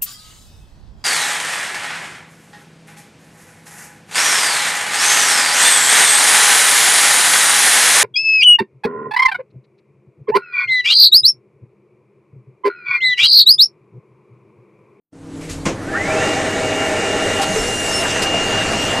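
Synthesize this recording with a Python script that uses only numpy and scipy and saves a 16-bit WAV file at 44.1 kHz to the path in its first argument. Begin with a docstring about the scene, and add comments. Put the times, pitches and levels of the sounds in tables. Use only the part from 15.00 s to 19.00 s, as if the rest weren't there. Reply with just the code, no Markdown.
"""The blower of a bag-packing machine's suction belt: its blade tone climbs to a steady whistle
while shaped noise roars through ducts and housing. The factory hall around it is noise, motor hum and rumble.
A pneumatic gate clacks before the spin-up as noise bursts and struck modes, valves puff and hiss as noise,
the frame knocks as rough resonances, and a servo arm whines in tones as it pushes the bag on.
The sound is mono and fades in."""
import sys
import numpy as np
from scipy import signal
from scipy.fft import rfft, irfft, next_fast_len
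from scipy.io import wavfile
from scipy.ndimage import uniform_filter1d, map_coordinates

SR = 44100
rng = np.random.default_rng(int(sys.argv[2]) if len(sys.argv) > 2 else 0)


def dump(signal):
    """Clip the signal to [-1, 1] and save it as 16-bit WAV at the path in sys.argv[1]."""
    limited = np.clip(np.atleast_2d(signal).T, -1, 1)
    pcm = np.round(limited * 32767).astype(np.int16)
    wavfile.write(sys.argv[1], SR, pcm)


N = 176400

# Colour of escaping air, for the valves and the gate's crack. Each row: frequency in Hz, relative level in dB.
AIR_HISS = [(1500, -20), (4000, -3.5), (6000, -1), (8000, 2), (9200, -3), (10700, -6.5), (12000, -12.5)]
# Colour of a hard blow, for gate and frame. Each row: frequency in Hz, relative level in dB.
BLOW = [(80, -10), (200, 1.5), (450, -2.5), (1000, -7), (1400, -11), (2100, -8.5), (4400, -19.5),
        (6800, -13), (11000, -35)]


def amp(db):
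    """Decibels to gain."""
    return 10 ** (np.asarray(db) / 20)


def unit(x):
    """Scale to rms 1."""
    return x / np.sqrt(np.mean(x ** 2) + 1e-20)


def clock():
    """The time of each sample in seconds."""
    return np.arange(N) / SR


def along(points, hz):
    """Read (Hz, value) points at hz on a log frequency axis."""
    f, v = np.transpose(points)
    return np.interp(np.log(hz + 1), np.log(f + 1), v)


def curve(rows):
    """Straight lines through (seconds, value) points, one value per sample."""
    return np.interp(clock(), *np.transpose(rows))


def wobble(rate):
    """A smooth random curve with rate knots a second."""
    knots = rng.standard_normal(int(N * rate / SR) + 4)
    return map_coordinates(knots, [clock() * rate])


def filtered(x, response):
    """Multiply the spectrum of x by a response of frequency."""
    m = next_fast_len(N + 8192)
    return irfft(rfft(x, m) * response(np.fft.rfftfreq(m, 1 / SR)), m)[:N]


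def noise(spectrum, peaks=(), unsteady_db=0):
    """Noise of rms 1 with a spectrum, (Hz, width Hz, lift dB) resonances and a gain random in time and pitch."""
    z = signal.stft(rng.standard_normal(N), nperseg=512)[2]
    field = uniform_filter1d(rng.standard_normal(z.shape), size=7, axis=0)
    field = uniform_filter1d(field, size=9, axis=1)
    unsteady = signal.istft(z * amp(unsteady_db * unit(field)), nperseg=512)[1][:N]

    def response(f):
        lift = sum(db / (1 + (2 * (f - hz) / width) ** 2) for hz, width, db in peaks)
        return amp(along(spectrum, f) + lift)

    return unit(filtered(unsteady, response))


def tone(hz, rough, width_hz):
    """A sine with a noisy skirt from random modulation; its rms is about 1 while rough is small."""
    phase = 2 * np.pi * np.cumsum(hz * np.ones(N)) / SR
    in_phase = (1 + rough * wobble(width_hz)) * np.sin(phase)
    return np.sqrt(2) * (in_phase + rough * wobble(width_hz) * np.cos(phase))


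def burst(s, attack_s, hold_s, fall_db_per_s):
    """An envelope with a linear attack and a fall in dB that sets in hold_s after the start."""
    t = clock() - s
    return np.clip(t / attack_s, 0, 1) * amp(-fall_db_per_s * np.maximum(t - hold_s, 0))


def ring(s, db, hz, t60):
    """One struck resonance, slightly rough, that dies away by 60 dB in t60 seconds."""
    return amp(db) * burst(s, 0.0044, 0, 60 / t60) * tone(hz, rough=0.13, width_hz=0.12 * hz)


def feed_motor():
    """A motor hum that sags in pitch and dies as the motor brakes."""
    # One row: running tone in Hz, level in dB, start of braking in seconds, time to stop in seconds.
    motor = (161, -34, 0.46, 0.44)
    hz, db, brake_s, coast_s = motor
    slowing = np.clip((clock() - brake_s) / coast_s, 0, 1) ** 2
    phase = 2 * np.pi * np.cumsum(hz * (1 - slowing / 2)) / SR
    return amp(db) * (1 - slowing) * np.sqrt(2) * np.sin(phase)


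def hall():
    """Other machines as shaped noise, the belt motors as rough hum tones, the feed motor and a low rumble."""
    # Colour of the hall. Each row: frequency in Hz, relative level in dB.
    hall_colour = [(25, -20), (68, -10), (100, 4), (125, -2.5), (320, -0.5), (1200, -15), (7000, -34),
                   (12000, -55)]
    # Swell of the hall. Each row: time in seconds, level in dB.
    hall_level = [(.6, -31.5), (1.1, -27.5), (2.8, -31.5), (3.5, -27)]
    # Belt motor tones. Each row: frequency in Hz, level in dB before the hum's own level curve.
    hum_tones = [(274.5, -34), (312, -37), (474, -43)]
    # Level curve over all hum tones. Each row: time in seconds, gain in dB.
    hum_level = [(.45, 1.5), (.55, 0), (2, -11.5)]
    # Low rumble of the frame. Each row: time in seconds, level in dB.
    rumble_level = [(.8, -44), (1.08, -41.5), (1.4, -67), (2.1, -44), (2.7, -42.5)]
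    machines = amp(curve(hall_level)) * noise(hall_colour)
    hum = sum(amp(db) * tone(hz, rough=0.19, width_hz=14) for hz, db in hum_tones)
    rumble = amp(curve(rumble_level)) * noise([(42, -4), (150, -33), (900, -100)])
    return machines + amp(curve(hum_level)) * hum + feed_motor() + rumble


def valves():
    """Air bursts out as short resonant puffs of noise, and vents as a longer, unsteady hiss."""
    # Exhaust puffs. Each row: start in seconds, level in dB, time before the fall in seconds,
    # fall in dB per second, resonance in Hz, its lift in dB.
    puff_rows = [(0.407, -36.5, .04, 123, 2200, 10.5), (0.492, -28.5, 0.024, 196, 6730, 4),
                 (2.413, -23.5, 0.021, 597, 3650, 6), (3.216, -22.5, 0.022, 702, 5100, 9.5)]
    # Colour of a puff. Each row: frequency in Hz, relative level in dB.
    puff_colour = [(500, -14), (2000, -5.5), (8000, -5.5), (11000, -14.5)]
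    # Venting air. Each row: time in seconds, level in dB.
    hiss_level = [(.8, -46), (1.15, -43.5), (2.25, -38.5), (2.6, -29.5), (3.02, -29.5), (3.12, -41),
                  (4, -71)]
    out = amp(curve(hiss_level)) * noise(AIR_HISS, unsteady_db=3.0)
    for s, db, hold_s, fall, hz, lift in puff_rows:
        out += amp(db) * burst(s, 0.0062, hold_s, fall) * noise(puff_colour, [(hz, 650, lift)])
    return out


def knocks():
    """Dull blows on the frame: each rings one rough resonance and adds a faint noise crack."""
    # Each row: start in seconds, level in dB, ring in Hz, time to fall 60 dB in seconds.
    knock_rows = [(.487, -30.5, 45.4, 1.3), (.49, -28.5, 88.4, 0.79), (2.396, -15.5, 785, 0.12),
                  (2.495, -23.5, 191, 0.23), (2.56, -16.5, 437.6, 0.21), (2.595, -27, 36.6, 0.21),
                  (3.34, -17, 672, 0.15)]
    crack_db = -6.5  # relative to the ring
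    crack = noise(BLOW)
    out = np.zeros(N)
    for s, db, hz, t60 in knock_rows:
        out += ring(s, db, hz, t60) + amp(db + crack_db) * burst(s, 0.00078, 0, 700) * crack
    return out


def gate():
    """The gate snaps against its stop and bounces; its plate rings on in a few low modes."""
    # Clack and bounces. Each row: start in seconds, level in dB.
    clack_rows = [(0.653, -16.5), (.66, -15), (0.678, -22)]
    # Plate modes. Each row: frequency in Hz, level in dB, time to fall 60 dB in seconds.
    plate_modes = [(206.5, -24.5, 0.2), (332.6, -21.5, 0.54), (528, -23, 0.38), (1055, -28, 0.29)]
    # Decay of the clack noise. Each row: frequency in Hz, time to fall 60 dB in seconds.
    clack_t60 = [(200, 0.38), (1000, .24), (10000, 0.2)]
    first_s = clack_rows[0][0]
    out = amp(-28) * burst(first_s, 0.0011, 0, 900) * noise(AIR_HISS)  # sharp crack of the first contact
    out += sum(ring(first_s, db, hz, t60) for hz, db, t60 in plate_modes)
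    for s, db in clack_rows:
        hz, t, z = signal.stft(noise(BLOW), SR, nperseg=256)
        decay = amp(-60 * np.maximum(t - s, 0) / along(clack_t60, hz)[:, None])
        tail = signal.istft(z * decay, SR, nperseg=256)[1][:N]
        out += amp(db) * np.clip((clock() - s) / 0.0036, 0, 1) * tail
    return out


def duct_air():
    """Turbulent air coloured by duct and housing resonances, which the bag damps as it covers the belt."""
    # Colour of the air. Each row: frequency in Hz, relative level in dB.
    air_colour = [(80, -13.5), (200, -8), (400, -4), (760, -5.5), (1020, -11), (1800, -7), (2400, -10),
                  (3400, -14.5), (4600, -20.5), (6500, -17), (8300, -20), (10000, -36.5)]
    # Duct and housing resonances and one notch. Each row: frequency in Hz, width in Hz, lift in dB.
    resonances = [(293, 26, 7), (406, 31, 9), (486, 25, 9.5), (633.5, 42, 14), (793.3, 35, 13),
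                  (1375, 13.5, 13.5), (1770, 23, 9.5), (1940, 70, 7.5), (2250, 17, 11.5), (3330, 80, -15)]
    # The bag covers the suction holes. One row: start in seconds, length in seconds, share of the lift that stays.
    cover = (2.434, 0.28, 0.69)
    cover_s, cover_length, stays = cover
    covered = np.clip((clock() - cover_s) / cover_length, 0, 1)
    damped_resonances = [(hz, width, stays * db) for hz, width, db in resonances]
    free = noise(air_colour, resonances, unsteady_db=1.1)
    damped = noise(air_colour, damped_resonances, unsteady_db=1.1)
    return np.sqrt(1 - covered) * free + np.sqrt(covered) * damped


def blower():
    """Speed sets the blade tone, ragged while it climbs, and the strength and brightness of the air roar."""
    # It spins up, then sags a little under the bag. Each row: time in seconds, blade tone in Hz.
    speed = [(.66, 500), (.88, 1500), (1.21, 2750), (1.28, 2822), (2.45, 2827), (2.75, 2815), (3.3, 2827)]
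    # Blade tone. Each row: time in seconds, level in dB.
    whistle_level = [(.85, -43), (.93, -28), (1.16, -28.5), (1.32, -30), (1.45, -42), (1.53, -32),
                     (1.6, -44), (1.64, -34), (1.87, -28), (1.92, -47.5), (1.97, -31), (2.42, -28.5),
                     (2.52, -32.5), (2.72, -26.5), (3.2, -29), (3.37, -21.5), (3.5, -28), (3.58, -22),
                     (3.68, -32), (3.8, -26.5)]
    # Air roar at full speed. Each row: time in seconds, level in dB.
    roar_level = [(1.0, -17), (1.2, -18.5), (1.5, -22), (1.8, -21.5), (2.38, -20), (2.5, -23.5),
                  (2.8, -25.5), (3.1, -23), (4, -25.5)]
    roar_db_per_decade, fizz_db_per_decade = 46, 21  # per decade of speed; the fizz adds to the roar's growth
    fizz_above_hz = 2400
    steady_rough, rough_per_hz = 0.22, 0.0017  # the second for each Hz below full speed
    hz = curve(speed)
    decades = np.log10(hz / hz.max())
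    air = duct_air()
    body = filtered(air, lambda f: 1 / (1 + (f / fizz_above_hz) ** 10))
    fizz = amp(fizz_db_per_decade * decades) * (air - body)
    roar_db = curve(roar_level) + roar_db_per_decade * decades + 0.3 * wobble(25.08)
    roar = amp(roar_db) * (body + fizz)
    rough = steady_rough + rough_per_hz * (hz.max() - hz)
    # Divide out the power that the roughness adds.
    whistle = amp(curve(whistle_level)) * tone(hz, rough, width_hz=70) / np.sqrt(1 + 2 * rough ** 2)
    switched_on = np.clip((clock() - speed[0][0]) * 10, 0, 1)
    return switched_on * (roar + whistle)


def drive_rasp():
    """A drive rasps briefly: a very rough tone that rises in pitch under a half-sine swell."""
    # One row, read backwards in time: end in seconds, minus the length in seconds, pitch at the end in Hz,
    # pitch at the start in Hz, level in dB.
    rasp_row = (1, -0.07, 1900, 1151, -22)
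    end_s, minus_length, end_hz, start_hz, db = rasp_row
    to_go = np.clip((clock() - end_s) / minus_length, 0, 1)  # 1 at the start, 0 at the end
    hz = end_hz + (start_hz - end_hz) * to_go
    return amp(db) * np.sin(np.pi * to_go) * unit(tone(hz, rough=1.9, width_hz=580))


def servo_arm():
    """The carriage travels along its rail as unsteady resonant noise; the drives whine in rough tones and rasp."""
    # Travel noise. Each row: time in seconds, level in dB.
    travel_level = [(2.3, -62), (2.55, -32), (2.8, -34), (3.1, -23), (3.27, -30), (3.55, -24.5)]
    # Colour of the travel noise. Each row: frequency in Hz, relative level in dB.
    travel_colour = [(120, -18), (220, -8), (680, -2), (950, -7), (1800, -6.5), (4000, -15), (7500, -13.5),
                     (11000, -30.5)]
    # Rail resonances. Each row: frequency in Hz, width in Hz, lift in dB.
    rail = [(204, 25, 12), (672, 17, 9.4)]
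    # Servo tones. Each row: start in seconds, end in seconds, frequency in Hz, level in dB.
    whine_rows = [(2.84, 4.1, 2734, -36), (2.572, 2.635, 5372, -33), (2.745, 2.82, 5800, -38),
                  (2.915, 3.012, 5370, -27.5)]
    edge_s = .03  # ramp centred on each start and end
    t = clock()
    out = amp(curve(travel_level)) * noise(travel_colour, rail, unsteady_db=3.5)
    for start, end, hz, db in whine_rows:
        gain = np.clip(np.minimum(t - start, end - t) / edge_s + .5, 0, 1)
        out += amp(db) * gain * tone(hz, rough=.3, width_hz=60)
    return out + drive_rasp()


def scene():
    """All sources, the same in both channels."""
    mono = hall() + valves() + knocks() + gate() + blower() + servo_arm()
    return np.array([mono, mono])


def record(dry):
    """Fade the sound in and cut everything above the band limit."""
    # Fade-in, ending slightly above unity. 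Each row: time in seconds, gain in dB.
    fade = [(.108, -67), (.13, -17.5), (.23, -11.5), (.36, -4.5), (.65, -2.5), (1.1, 1.5)]
    top_hz = 12100
    return np.array([filtered(x * amp(curve(fade)), lambda hz: hz < top_hz) for x in dry])


dry = scene()
out = record(dry)
dump(out)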